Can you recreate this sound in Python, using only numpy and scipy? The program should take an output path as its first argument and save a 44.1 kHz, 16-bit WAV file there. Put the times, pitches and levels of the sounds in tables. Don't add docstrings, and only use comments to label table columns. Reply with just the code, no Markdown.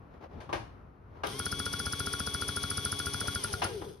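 import sys
import numpy as np
from scipy import signal
from scipy.fft import rfft, irfft, next_fast_len
from scipy.io import wavfile
from scipy.ndimage import map_coordinates

SR = 44100
rng = np.random.default_rng(int(sys.argv[2]) if len(sys.argv) > 2 else 0)


def to_wav(sig):
    pcm = np.clip(np.atleast_2d(sig), -1, 1) * 32767
    pcm = np.round(pcm).astype(np.int16)
    wavfile.write(sys.argv[1], SR, pcm.T)


N = 176400
TIME = np.arange(N) / SR


def amp(db):
    return 10 ** (np.asarray(db) / 20)


def unit(x):
    return x / np.sqrt(np.mean(x ** 2) + 1e-20)


def along(points, hz):
    freqs, values = np.transpose(points)
    return np.interp(np.log(hz + 1), np.log(freqs + 1), values)


def curve(rows):
    return np.interp(TIME, *np.transpose(rows))


def wobble(rate):
    return map_coordinates(rng.standard_normal(int(N * rate / SR) + 4), [TIME * rate])


def swell(s, width):
    return np.exp(-np.minimum(((TIME - s) / width) ** 2 / 2, 20))


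def strike(t, t60, attack=0.00056):
    return (1 - np.exp(-t / attack)) * 1000 ** (-t / t60)


def ring(t, hz, t60, attack):
    return np.sin(2 * np.pi * hz * t) * strike(t, t60, attack)


def resonance(hz, centre, width):
    return 1 / (1 + (2 * (hz - centre) / width) ** 2)


def filtered(x, response):
    size = next_fast_len(N + SR // 4)
    return irfft(rfft(x, size) * response(np.fft.rfftfreq(size, 1 / SR)), size)[..., :N]


def placed(x, lag_s):
    return filtered(x, lambda hz: np.exp(1j * np.pi * hz * lag_s * np.array([[1], [-1]])))


def add(track, s, sound):
    part = track[max(round(s * SR), 0):][:len(sound)]
    part += sound[:len(part)]


# frequency in Hz, left-right correlation (clipped to +-1).
CORRELATION = [(60, 1), (250, 0.82), (600, 0.23), (1500, -0.031), (3000, .5), (5000, 0.47), (9000, -0.71),
               (12000, 1), (14000, -1.1)]

def noise(colour):
    def mid_side_eq(hz):
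        width = np.arccos(np.clip(along(CORRELATION, hz), -1, 1)) / 2
        return amp(along(colour, hz)) * [np.cos(width), np.sin(width)]
    mid, side = filtered(rng.standard_normal((2, N)), mid_side_eq)
    return unit(np.array([mid + side, mid - side]))


# frequency in Hz, gain in dB.
ROOM_TONE_EQ = [(25, -8.5), (66, 0), (135, -7), (637, -19.5), (1350, -20.5), (1670, -29), (2500, -36.5),
                (3180, -45), (15000, -66.5)]

def room_tone():
    return amp(-51 + 2.4 * wobble(4.1)) * noise(ROOM_TONE_EQ)


# centre in seconds, level in dB, half-length in seconds.
SCUFFS = [(0.151, -51.5, 0.025), (0.241, -43.5, 0.02), (0.326, -50.5, 0.019), (0.407, -50.5, 0.052),
          (1.182, -51, 0.036), (3.255, -42.5, 0.016)]
THUDS = [(.372, -39, 0.02), (0.574, -42, 0.056)]
# frequency in Hz, gain in dB.
SCUFF_EQ = [(150, -14), (350, 5.5), (800, 2), (1400, -8.5), (2500, -17.5), (6000, -31), (12000, -48)]
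THUD_EQ = [(25, -19), (70, 2), (110, -0.5), (190, -7), (400, -19), (1500, -81)]

def handling():
    thuds = sum(amp(db) * swell(s, width) for s, db, width in THUDS)
    scuffs = sum(amp(db) * swell(s, width) for s, db, width in SCUFFS)
    return thuds * noise(THUD_EQ) + scuffs * amp(1.7 * wobble(150)) * noise(SCUFF_EQ)


# start in seconds, gain in dB, clatter t60 in seconds,
# tilt in dB per octave, panel ring in dB, EQ bell centre in Hz, its boost in dB.
KNOCKS = [(.402, -49.5, 0.16, 2.5, -6, 690, 3), (.491, -46.5, 0.15, -1, -3, 1070, 11),
          (0.527, -30.5, 0.12, 1.45, -2.5, 905, 4), (.548, -46.5, 0.15, 3.5, -10, 353, 4),
          (1.234, -33, 0.13, 1.5, -2, 1260, 5), (3.618, -29.5, 0.092, 3, 2, 955, 4.5),
          (3.636, -37.5, 0.086, 5, -12, 2700, 2.5), (3.815, -45, 0.1, -0.5, -1, 1030, 5)]
# frequency in Hz, gain in dB.
CLATTER_EQ = [(60, -10), (130, -3), (240, -10.5), (320, 12), (450, 1), (650, 4), (1000, 0.5), (1400, -4),
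              (2100, -8), (4000, -18), (6100, -24.5), (10000, -32), (15000, -61)]
# pitch in Hz, gain in dB, t60 in seconds.
PANEL_MODES = [(339, -10, 0.14), (482, -11, 0.12), (714.4, 2, 0.11), (806, -1, 0.14), (974, 1, 0.1),
               (1210, -9, 0.084), (1600, -1, .08), (2844, -6.5, 0.06)]

def knocks():
    out, t = np.zeros((2, N)), TIME[:SR // 3]
    clatter, hz = noise(CLATTER_EQ), np.fft.rfftfreq(len(t), 1 / SR)
    fade_out = np.linspace(1, 0, len(t)) ** .5
    for s, db, t60, tilt_db, ring_db, bell_hz, bell_db in KNOCKS:
        start = rng.integers(N - len(t))
        burst = amp(8.5) * clatter[:, start:start + len(t)] * strike(t, t60, attack=0.0024)
        panel = 0
        for mode_hz, mode_db, mode_t60 in PANEL_MODES:
            gain = amp(ring_db + mode_db + rng.normal(0, 1.0))
            arrival_s = rng.uniform(0, 0.00269) + 0.00041 * rng.standard_normal((2, 1))
            panel += gain * ring(np.maximum(t - arrival_s, 0), mode_hz, mode_t60, attack=0.0015)
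        bell = amp(bell_db * np.exp(-(np.log2((hz + 1) / bell_hz) / 0.23) ** 2 / 2))
        tilt = amp(tilt_db * np.log2(np.clip(hz, 300, 5000) / 1000))
        hit = irfft((rfft(burst) * bell + rfft(panel)) * tilt, len(t))
        for side, sound in zip(out, hit * fade_out):
            add(side, s, amp(db) * sound)
    return out


# frequency in Hz, t60 in seconds.
REVERB_T60 = [(100, 0.26), (4000, 0.39), (12000, 0.34)]

def reverb(send):
    hz, t, spectrum = signal.stft(rng.standard_normal((2, SR // 2)), SR, nperseg=256)
    decay = 1000 ** (-t / along(REVERB_T60, hz)[:, None])
    tail = signal.istft(spectrum * decay, SR, nperseg=256)[1]
    tail[:, :SR // 200] = 0
    return signal.fftconvolve(send, tail / np.linalg.norm(tail[0]), axes=1)[:, :N]


# time in seconds, level in dB.
RUB_FADER = [(1.228, -120), (1.245, -51), (1.31, -41.5), (1.38, -43.5), (1.6, -42), (3.35, -40),
             (3.55, -41.8), (3.7, -47), (3.8, -51.5), (3.9, -54), (3.99, -65)]
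# frequency in Hz, gain in dB.
RUB_EQ = [(150, -26), (858, -9.5), (1260, -12), (1400, -5.5), (1840, -18), (2290, -10.5), (2700, -17),
          (3400, -2), (3680, -11.5), (5700, -9.5), (6830, -15), (7760, -90), (8350, -6.5), (10000, -14),
          (12700, -28.5), (15500, -80.5)]

def brush_rub(angle):
    pulse_db = 1.34 * np.cos(angle) + 2.1 * np.cos(8 * angle)
    rub = unit(noise(RUB_EQ) * amp(pulse_db + 0.82 * wobble(60)))
    return rub * amp(curve(RUB_FADER))


# time in seconds, level in dB.
TREMBLE_FADER = [(1.23, -75), (1.26, -43.5), (1.5, -47), (3.35, -45.5), (3.55, -43), (3.7, -41),
                 (3.9, -43.5), (3.99, -57.5)]
# frequency in Hz, gain in dB.
TREMBLE_EQ = [(25, -18), (60, -7), (100, 0.5), (140, -5.5), (190, -5), (250, -16), (340, -10.5), (405, 2.5),
              (500, -12), (1200, -45.5)]

def panel_tremble():
    return noise(TREMBLE_EQ) * amp(curve(TREMBLE_FADER))


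HARMONICS = [1, 2, 6, 7, 8, 10, 16, 23, 24, 32, 42]
# level before the housing in dB, dB lost at a tenth of full speed.
HARMONIC_LEVELS = [(-51.5, 37), (-52.5, 12), (-69, 0), (-67, 0), (-55.5, 5), (-67, 10), (-57, 80),
                   (-70, 120), (-51, 88), (-57.5, 55), (-58, 57)]
# centre in Hz, width in Hz, boost in dB.
HOUSING = [(414, 78, 13.5), (3365, 170, 8.5)]

def whine(speed, shaft_hz, phases):
    tones = 0
    for k, (db, loss_db) in zip(HARMONICS, HARMONIC_LEVELS):
        gain = amp(db + 0.7 * wobble(15)) * speed ** (loss_db / 20)
        housing = 1 + sum((amp(boost) - 1) * resonance(k * shaft_hz, centre, width)
                          for centre, width, boost in HOUSING)
        tones += gain * housing * np.sin(phases[k])
    return np.sqrt(2) * tones * np.minimum(speed * 10, 1)


def buzz(speed, angle):
    wavetable = np.fft.irfft(np.exp(2j * np.pi * rng.random(100)) * (np.arange(100) > 4), 4096)
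    wave = np.interp(angle / (2 * np.pi) % 1, np.linspace(0, 1, len(wavetable)), wavetable)
    return amp(-55) * unit(filtered(wave * speed, lambda hz: amp(along(RUB_EQ, hz))))


ON_S, SPIN_UP_S, CUT_S, RUN_HZ = 1.24, 0.042, 3.378, 140.1
# time in seconds, share of full speed.
COAST = [(3.44, .875), (3.52, .735), (3.6, .6), (3.71, .435), (3.79, .34), (3.865, .2), (3.92, .13),
         (3.98, .03)]

def motor():
    run_up = 1 - np.exp(-np.maximum(TIME - ON_S, 0) / SPIN_UP_S)
    speed = run_up * curve([(CUT_S, 1)] + COAST)
    shaft_hz = RUN_HZ * speed * (1 + 0.00063 * wobble(12))
    angle = 2 * np.pi * np.cumsum(shaft_hz) / SR + 0.0012 * wobble(330)
    phases = {k: k * angle + rng.uniform(0, 2 * np.pi) for k in HARMONICS}
    tonal = whine(speed, shaft_hz, phases) + buzz(speed, angle) + groan(shaft_hz, phases)
    return placed(tonal, lag_s=0.00003) + brush_rub(angle)


# frequency in Hz, gain in dB.
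SNAP_EQ = [(800, -28), (2500, -10), (3300, 5.5), (4200, -12), (7000, -16), (11000, -13.5), (14500, -38)]

def wire_snap(start_s=1.2695):
    return amp(-25) * noise(SNAP_EQ) * strike(np.maximum(TIME - start_s, 0), t60=0.024)


# pop time in seconds, lead of the squeak in ms, squeak gain in dB.
VALVE_CYCLES = [(1.3985, 4.8, -37), (1.4641, 5.5, -37.5), (1.5257, 5.8, -43), (1.6, 5.4, -38.5),
                (1.664, 5, -40), (1.7375, 4.9, -43.5), (1.7998, 4.3, -36.5), (1.8669, 5.5, -41.5),
                (1.9329, 6.4, -39), (2.0029, 5.6, -37), (2.0707, 5.4, -42), (2.1367, 4.4, -35.5),
                (2.2027, 4.6, -38.5), (2.2731, 4.8, -38), (2.3468, 4, -36), (2.4211, 5.1, -37.5),
                (2.4894, 5.6, -35), (2.5697, 5.2, -34), (2.6378, 5, -38.5), (2.713, 7.8, -34),
                (2.7798, 5.8, -38.5), (2.858, 6.5, -35), (2.9265, 5.6, -38), (2.9996, 6.6, -35.5),
                (3.068, 6.9, -33), (3.1441, 5.7, -39.5), (3.2132, 5.8, -38), (3.2818, 5.4, -37),
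                (3.3577, 6.7, -38), (3.445, 4.7, -32.5), (3.5382, 6.4, -39.5), (3.6489, 5.2, -35.5)]
# frequency in Hz, gain in dB.
SPIT_EQ = [(1000, -5.5), (3800, -14.5), (5200, 2.5), (6200, -1.5), (7300, -12.5), (9000, 1), (10500, -13),
           (13000, -25), (16000, -15)]
# pitch in Hz, level in dB, t60 in seconds.
POP_MODES = [(91.7, -23, 0.066), (202, -24, 0.036), (398, -35, 0.032), (1178, -43.5, 0.029),
             (1387, -22, 0.023), (1428.3, -33, 0.088), (1640, -40, 0.025), (4540, -54, 0.013)]
# delay in seconds, gain in dB.
BAY_ECHOES = [(.0043, -14), (.0128, -12.5)]

def valve():
    pops, ticks, squeaks, spits = np.zeros((4, N))
    t = TIME[:SR // 6]
    for shut_s, lead_ms, squeak_db in VALVE_CYCLES:
        for hz, db, t60 in POP_MODES:
            thump = hz < 300
            mode = ring(t, hz * (1 + rng.normal(0, 0.008)), t60, attack=0.0035 if thump else 0.00056)
            for delay, echo_db in [(0.0001, 0)] + ([] if thump else BAY_ECHOES):
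                add(pops, shut_s + delay, amp(db + echo_db + rng.normal(0, 1.0)) * mode)
        add(ticks, shut_s, amp(-30) * strike(t, t60=0.027))
        open_s = shut_s - lead_ms / 1000
        spits += amp(-33.5) * swell(open_s, width=0.0044)
        squeaks += amp(squeak_db + 4.5) * swell(open_s, width=0.0014)
        add(squeaks, open_s, amp(squeak_db - 4) * 1000 ** (-t / 0.11))
        chirp = closing_chirp()
        add(pops, (open_s + shut_s) / 2 - len(chirp) / SR / 2, chirp)
    whistle = unit(filtered(rng.standard_normal(N), lambda hz: resonance(hz, centre=10015, width=652)))
    # frequency in Hz, gain in dB.
    tick_eq = [(200, 9), (900, -5.5), (2200, -4), (3600, -6), (4800, 7.5), (7300, -39),
               (10000, -15), (13000, -16), (15000, -24)]
    pitched = placed(pops + squeaks * whistle, lag_s=0.00011)
    return pitched + spits * noise(SPIT_EQ) + ticks * noise(tick_eq)


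def closing_chirp(centre_hz=5270, fall_hz_per_s=150000, width_s=0.0018, roughness=0.039):
    t = TIME[:SR // 25] - 1 / 50
    hz = centre_hz * (1 + rng.normal(0, 0.0298)) - fall_hz_per_s * t
    phase = np.cumsum(2 * np.pi * hz / SR + roughness * rng.standard_normal(len(t)))
    return amp(-37 + rng.normal(0, 1.6)) * np.sin(phase) * np.exp(-(t / width_s) ** 2 / 2)


# time in seconds, gain in dB.
GROAN_FADER = [(3.6, -51), (3.68, -37), (3.76, -37.5), (3.83, -45), (3.88, -37.5), (3.93, -45), (3.97, -67)]

def groan(shaft_hz, phases):
    cogs = sum(np.sin(phases[k]) * resonance(k * shaft_hz, centre=412, width=130) for k in (8, 16, 24))
    return cogs * amp(curve(GROAN_FADER) + 2 * wobble(70)) * (TIME > CUT_S)


# frequency in Hz, left over right in dB.
BALANCE = [(40, -5), (130, 5.5), (300, 3), (650, 5.5), (1300, 2.5), (3400, 5.5), (5500, 3), (9000, 0.13),
           (15000, 0)]

def scene():
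    pops, hits = valve(), knocks() + wire_snap()
    pump = motor() + panel_tremble() + pops + hits
    mix = pump + reverb(amp(-22.5) * pops + amp(-4.5) * hits) + handling() + room_tone()
    return filtered(mix, lambda hz: amp(along(BALANCE, hz) * np.array([[.5], [-.5]])))


def record(dry):
    # frequency in Hz, gain in dB.
    master_eq = [(10, -53), (25, -20), (50, -2.5), (6500, -2.5), (7100, -11.0), (8000, -14),
                 (8400, -1.5), (12800, 3.0), (13800, 7.0)]
    return filtered(dry, lambda hz: amp(along(master_eq, hz)) * (hz < 15900))


dry = scene()
out = record(dry)
to_wav(out)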